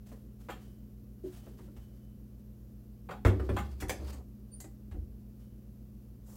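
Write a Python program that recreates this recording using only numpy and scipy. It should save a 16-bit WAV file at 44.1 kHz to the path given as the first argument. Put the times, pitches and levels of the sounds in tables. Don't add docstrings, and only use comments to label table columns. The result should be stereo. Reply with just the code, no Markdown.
import sys
import numpy as np
from scipy import signal
from scipy.fft import rfft, irfft, next_fast_len
from scipy.io import wavfile
from scipy.ndimage import uniform_filter1d

SR = 44100
rng = np.random.default_rng(int(sys.argv[2]) if len(sys.argv) > 2 else 0)


def generate_wav(sig):
    pcm = np.round(np.clip(np.atleast_2d(sig).T, -1, 1) * 32767).astype(np.int16)
    wavfile.write(sys.argv[1], SR, pcm)


N = 280719
TIME = np.arange(N) / SR
HIT_TIME = TIME[:SR * 4 // 5]


def undb(db):
    return 10 ** (np.asarray(db) / 20)


def rms(x):
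    return np.sqrt(np.mean(x ** 2)) + 1e-12


def on_log_axis(hz, points):
    point_hz, value = np.transpose(points)
    return np.interp(np.log(hz + 1e-3), np.log(point_hz), value)


def colour(x, points):
    size = 2 * next_fast_len(x.shape[-1])
    gain = undb(on_log_axis(np.fft.rfftfreq(size, 1 / SR), points))
    cepstrum = irfft(np.log(gain))
    cepstrum[1:size // 2] *= 2
    cepstrum[size // 2 + 1:] = 0
    return irfft(rfft(x, size) * np.exp(rfft(cepstrum)))[..., :x.shape[-1]]


def band(x, lo, hi):
    return signal.sosfilt(signal.butter(4, [lo, min(hi, .49 * SR)], "band", fs=SR, output="sos"), x)


def wander(rate_hz):
    size = int(SR / rate_hz)
    return uniform_filter1d(np.repeat(rng.standard_normal(N // size + 1), size), size)[:N]


def white_pair(size, alike):
    common, *own = rng.standard_normal((3, size))
    return np.sqrt(alike) * common + np.sqrt(1 - alike) * np.array(own)


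def noise(points, alike, flicker_db):
    x = colour(white_pair(N, alike) * undb(flicker_db * wander(90)), points)
    return x / rms(x.mean(0))


def pan(x, left_db):
    return x * undb(np.array([[left_db], [-left_db]]) / 2)


def add(out, time_s, x):
    start = int(time_s * SR)
    out[:, start:start + x.shape[-1]] += x[..., :N - start]


def fade(t60):
    return undb(-60 * HIT_TIME / max(t60, .003))


def stroke(time_s, length_s, attack_s, release_s):
    rise = np.clip((TIME - time_s) / attack_s, 0, 1)
    return rise * undb(-60 * np.maximum(TIME - time_s - length_s, 0) / release_s)


def ring(modes, detune=0.):
    out = 0
    for hz, db, t60 in modes:
        hz = hz * (1 + detune * rng.standard_normal())
        out = out + undb(db) * fade(t60) * np.sin(2 * np.pi * hz * HIT_TIME)
    return out


# (frequency [Hz], t60 [s])
ROOM_DECAY = [(150, 0.83), (500, 0.3), (1400, 0.25), (4000, 0.34), (9000, 0.26), (15000, 0.14)]
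def kitchen(x, direct_db):
    tail = 0
    for lo in 100 * 2. ** np.arange(8):
        waves = white_pair(len(HIT_TIME), alike=1 / (1 + (lo / 460) ** 4))
        early = undb(6) * fade(.085)
        late = fade(on_log_axis(lo * np.sqrt(2), ROOM_DECAY))
        tail = tail + band(waves, lo, 2 * lo) * (early + late)
    tail = tail * (1 - fade(.0087))
    response = tail / np.sqrt(np.sum(tail ** 2) / 2)
    response[[0, 1], [2, 0]] += undb(direct_db)
    return signal.fftconvolve(np.atleast_2d(x), response, axes=1)[:, :x.shape[-1]]


# (frequency [Hz], level [dB])
HUM_TONES = [(52.1, -57), (59.3, -54.5), (94, -69), (104.2, -71), (120, -55.5), (208.4, -56.5),
             (237.2, -72)]
# (frequency [Hz], gain [dB])
RUMBLE_COLOUR = [(25, -8), (50, -49), (78, 5), (135, -9), (190, 3), (225, 3), (255, -1), (300, -8.5),
                 (400, -16), (600, -49)]
HISS_COLOUR = [(180, -26), (300, -1), (526, -8.5), (892, -24.5), (1070, -23.5), (2170, -32), (3020, -30.5),
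               (3230, -34), (5660, -31.5), (8560, -36), (12100, -26.5), (15500, -27.5)]
def refrigerator():
    hum = 0
    for hz, db in HUM_TONES:
        phase = 2 * np.pi * (hz * TIME + rng.random()) + .07 * wander(5)
        hum = hum + undb(db) * np.sqrt(2) * np.sin(phase)
    rumble = undb(-58) * noise(RUMBLE_COLOUR, alike=.85, flicker_db=-1.6)
    hiss = undb(-65.5) * noise(HISS_COLOUR, alike=.17, flicker_db=.5)
    return pan(hum + rumble, left_db=5) + pan(hiss, left_db=4.5)


# (time [s], level [dB])
NUDGES = [(.5, -74), (.63, -85), (1.33, -73), (1.79, -78.5), (2.0, -82), (5.4, -84)]
def thin_ring(hz=3030):
    gain = sum(undb(db) * stroke(time_s, .035, attack_s=.035, release_s=.86) for time_s, db in NUDGES)
    tone = np.sin(2 * np.pi * hz * TIME + .89 * wander(90))
    return pan(tone * gain, left_db=7)


# (time [s], length [s], level [dB])
TOUCHES = [(0.05, 0.068, -66.5), (0.387, 0.048, -71), (0.59, 0.076, -69), (1.229, 0.094, -66.5),
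           (1.322, 0.047, -64.5), (1.438, 0.028, -73.5), (1.57, 0.016, -67.5), (1.753, 0.027, -70.5),
           (1.93, .02, -80), (5.38, 0.043, -75)]
# (frequency [Hz], gain [dB])
TOUCH_COLOUR = [(300, -20), (600, 8), (900, -1), (1500, -1), (2300, -5.5), (3100, -3), (3600, -5.5),
                (7000, -6.5), (13000, -8.5), (15500, -5.5)]
# (time [s], level [dB])
CONTAINER_BUMPS = [(1.238, -34), (1.259, -34.5)]
# (frequency [Hz], level [dB], t60 [s])
CAVITY_MODES = [(290, -8, 0.18), (363.8, 4, 0.18), (454, -14, 0.11), (602, -10.5, 0.061)]
def container():
    touch = sum(undb(db) * stroke(time_s, length_s, attack_s=.02, release_s=.58)
                for time_s, length_s, db in TOUCHES)
    out = noise(TOUCH_COLOUR, alike=.039, flicker_db=1.95) * touch
    for time_s, db in CONTAINER_BUMPS:
        add(out, time_s, undb(db) * ring(CAVITY_MODES) * (1 - fade(.038)))
    return pan(out, left_db=8)


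def tap_squeak(time_s=4.509, turn_s=.055, start_hz=4550, rise_hz=270):
    turn = np.clip((TIME - time_s) / turn_s, 0, 1)
    hz = (start_hz + rise_hz * turn ** 2) * (1 + .007 * wander(470))
    phase = 2 * np.pi * np.cumsum(hz) / SR
    squeak = undb(-69) * np.sin(phase) + undb(-48) * np.sin(2 * phase)
    squeak *= stroke(time_s, length_s=.038, attack_s=.022, release_s=.13)
    return pan(kitchen(squeak, direct_db=-3), left_db=4)


# (frequency [Hz], gain [dB])
WATER_COLOUR = [(180, -26), (320, -6), (600, -6), (850, -5), (1500, -13), (2300, -21.5), (4500, -19),
                (7000, -10), (10000, -15.5), (15500, -12.5)]
def tap_water(time_s=6.232, attack_s=.039, swell_db_per_s=116):
    open_s = np.maximum(TIME - time_s, 0)
    flow = np.minimum(open_s / attack_s, 1) * undb(-72 + swell_db_per_s * open_s)
    return pan(noise(WATER_COLOUR, alike=.097, flicker_db=2.5) * flow, left_db=9)


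# (frequency [Hz], left over right [dB])
SINK_LEAN = [(60, 3.5), (380, 3.5), (700, 5), (1290, 7.5), (2380, 6.5), (4400, 8), (8120, 5), (15000, 1)]
def from_sink(x):
    size = 2 * next_fast_len(N)
    left_db = on_log_axis(np.fft.rfftfreq(size, 1 / SR), SINK_LEAN)
    return irfft(rfft(x, size) * undb(np.array([left_db, -left_db]) / 2))[:, :N]


def blows(contacts, edges, shares_db, body, modes, modes_db, crack_db, direct_db):
    out = np.zeros((2, N))
    centres = np.sqrt(np.multiply(edges[:-1], edges[1:]))
    octaves = np.log2(centres / centres[1])
    for time_s, level_db, hardness, chatter_s in contacts:
        chatter = rng.standard_normal(len(HIT_TIME)) * fade(chatter_s)
        tone = ring(modes, detune=.01)
        contact = chatter / np.linalg.norm(chatter) + undb(modes_db) * tone / np.linalg.norm(tone)
        contact[0] += undb(crack_db)
        heard = colour(kitchen(contact, direct_db), body)
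        for lo, hi, db in zip(edges, edges[1:], level_db + hardness * octaves + shares_db):
            part = band(heard, lo, hi)
            onset_rms = rms(part[:, :SR // 25].mean(0))
            add(out, time_s, part * undb(db) / onset_rms)
    return out


# (time [s], level [dB], hardness [dB/octave], chatter t60 [s])
LEVER_CLICKS = [(4.603, -63.5, 1.5, 0.023), (4.643, -63, -3, 0.016)]
LEVER_EDGES = [150, 600, 1800, 4500, 15500]
LEVER_SHARES = [3, -2, -7.5, 5.5]
# (frequency [Hz], gain [dB])
LEVER_BODY = [(150, -20), (330, 3), (520, -9.5), (780, -11), (1400, -19), (1980, -15), (2600, -11.5),
              (5500, -15.5), (7900, -2), (10000, -12), (15500, -11)]
# (frequency [Hz], level [dB], t60 [s])
LEVER_RING = [(785, -5, 0.22), (1994, 4.5, 0.064), (7560, -3, 0.047)]
def lever():
    return blows(LEVER_CLICKS, LEVER_EDGES, LEVER_SHARES, LEVER_BODY, LEVER_RING,
                 modes_db=-5.5, crack_db=3.5, direct_db=-5)


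# (time [s], level [dB], hardness [dB/octave], chatter t60 [s])
DOOR_CLACKS = [(0.486, -50.5, -6, .03), (0.5, -51.5, -2.5, 0.23), (3.089, -52.5, -6.5, 0.019),
               (3.107, -49.5, -5.3, 0.15), (3.565, -42.5, -4.5, 0.026), (3.584, -59, 1.5, 0.036)]
DOOR_EDGES = [150, 950, 2200, 5000, 15500]
DOOR_SHARES = [-6, -2.5, -2.5, -3.5]
# (frequency [Hz], gain [dB])
DOOR_BODY = [(150, -2.5), (270, -3.5), (370, -4.5), (540, -3.5), (680, -10), (800, -0.5), (1000, -5),
             (1250, 1.5), (1650, -2.5), (2300, -17), (3300, -19), (5000, -30.5), (7300, -17.5),
             (10000, -24.5), (13000, -17.5), (15500, -21)]
# (frequency [Hz], level [dB], t60 [s])
DOOR_RING = [(748, -1, .11), (824, -4, .14), (1520, -2, .1), (1750, -2, .12), (2778, -5, .13),
             (3321, -1, .17), (3650, -4, .13), (7294, 2, .14), (8699, -6, .14), (11370, -4, .14)]
def door():
    return blows(DOOR_CLACKS, DOOR_EDGES, DOOR_SHARES, DOOR_BODY, DOOR_RING,
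                 modes_db=-10, crack_db=1, direct_db=-15.5)


# (time [s], length [s], rumble [dB], scrape [dB], hiss [dB])
PULLS = [(3.3, 0.58, -27, -50.5, -61.5), (3.979, .23, -35, -48.5, -54.5)]
# (frequency [Hz], gain [dB])
DRAG_COLOUR = [(100, -49), (180, -5), (300, 5), (550, -4), (800, -10), (1200, -17), (2000, -31),
               (3500, -42), (7000, -56)]
RUB_COLOUR = [(600, 6), (1200, 6), (1900, -1), (2800, 1.5), (3500, -3.5), (4600, 2.5), (5600, -3),
              (6800, -5), (10000, -6.5), (15500, -9)]
def slide(mode_hz=68, sag_db_per_s=-33, swell_db=19):
    hz = mode_hz * (1 + .03 * wander(25))
    rumble = np.sin(2 * np.pi * np.cumsum(hz) / SR) * undb(2.2 * wander(30))
    scrape = noise(DRAG_COLOUR, alike=.7, flicker_db=2.2)
    hiss = noise(RUB_COLOUR, alike=.038, flicker_db=2.5)
    out = 0
    for time_s, length_s, rumble_db, scrape_db, hiss_db in PULLS:
        age = np.clip(TIME - time_s, 0, length_s)
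        speed = np.sin(np.pi * age / length_s)
        easing = undb(sag_db_per_s * age)
        body = (rumble * undb(rumble_db) + scrape * undb(scrape_db)) * easing
        rub = hiss * undb(hiss_db + swell_db * (speed - 1))
        out = out + (body + rub) * stroke(time_s, length_s, attack_s=.016, release_s=.13)
    return pan(out, left_db=4.5)


# (time [s], level [dB], push length [s], pitch of the spot struck [ratio])
LANDINGS = [(1.775, -45, .008, .85), (3.2525, -10.5, .005, 1), (3.284, -19, .005, 1),
            (3.494, -22.5, .006, 1), (3.5254, -25, .005, 1), (3.803, -38, .003, 1), (3.826, -29, .007, 1),
            (3.873, -30, .009, 1), (4.9165, -33, .003, .9), (4.942, -30, .004, .8), (4.981, -32, .006, .79)]
# (frequency [Hz], level [dB], t60 [s])
PANEL_MODES = [(52, -9, .14), (67, -10, .7), (77, -4, .2), (97, 0, .35), (208, -21, .25), (248, -23, .3)]
def cabinet():
    out = np.zeros((2, N))
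    for time_s, db, push_s, ratio in LANDINGS:
        push = np.sin(np.pi * np.minimum(HIT_TIME / push_s, 1))
        panels = ring([(hz * ratio, mode_db, t60 / ratio) for hz, mode_db, t60 in PANEL_MODES])
        boom = signal.fftconvolve(-push, panels)[:len(push)]
        add(out, time_s, boom * undb(db) / np.abs(boom).max())
    return pan(band(out, 35, 700), left_db=3.3)


# (time [s], level [dB], hardness [dB/octave], chatter t60 [s])
DISH_KNOCKS = [(0.116, -65.5, -7.5, 0.054), (1.466, -67, -8, 0.0071), (1.589, -68, -9, 0.018),
               (1.675, -74, -11, 0.022), (1.765, -70, -2.5, 0.017), (3.2495, -36, -5.5, 0.008),
               (3.261, -43, -3.5, 0.042), (3.280, -46.5, -6, 0.045), (3.397, -51.5, -6.5, 0.0095),
               (3.491, -45, -6.5, 0.015), (3.802, -61, 3.5, 0.07), (3.822, -49, -4.5, 0.019),
               (3.883, -70.5, 5.5, .012), (3.8945, -42, 0, 0.01), (4.131, -75.5, 5, 0.0027),
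               (4.912, -66.5, -2.5, 0.057), (4.941, -71.5, -13, 0.082)]
DISH_EDGES = [150, 600, 1800, 4500, 15500]
DISH_SHARES = [-3, 0.5, -2, -2]
# (frequency [Hz], gain [dB])
DISH_BODY = [(88, -30), (150, -3.5), (190, -2), (300, 0), (390, 1.5), (520, -4), (680, -13), (766, -10.5),
             (1040, -15.5), (1170, -14.5), (1320, -16.5), (1540, -17.5), (2100, -20.5), (2900, -22),
             (4140, -35), (7410, -29.5), (15500, -34.5)]
# (frequency [Hz], level [dB], t60 [s])
DISH_RING = [(307, -3, .16), (375, 0, .15), (504, -1, .14), (750, -2, .13), (967, -4, .11), (1166, 0, .12),
             (1463, -3, .1), (1715, -2, .1), (2225, -4, .09), (2937, -5, .09)]
def dishes():
    return blows(DISH_KNOCKS, DISH_EDGES, DISH_SHARES, DISH_BODY, DISH_RING,
                 modes_db=-19, crack_db=-17.5, direct_db=-7)


def scene():
    handling = from_sink(dishes() + door() + lever()) + cabinet() + slide() + container()
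    return handling + tap_squeak() + tap_water() + refrigerator() + thin_ring()


def record(dry, top_hz=15850):
    return signal.sosfilt(signal.ellip(10, .2, 70, top_hz, fs=SR, output="sos"), dry)


dry = scene()
out = record(dry)
generate_wav(out)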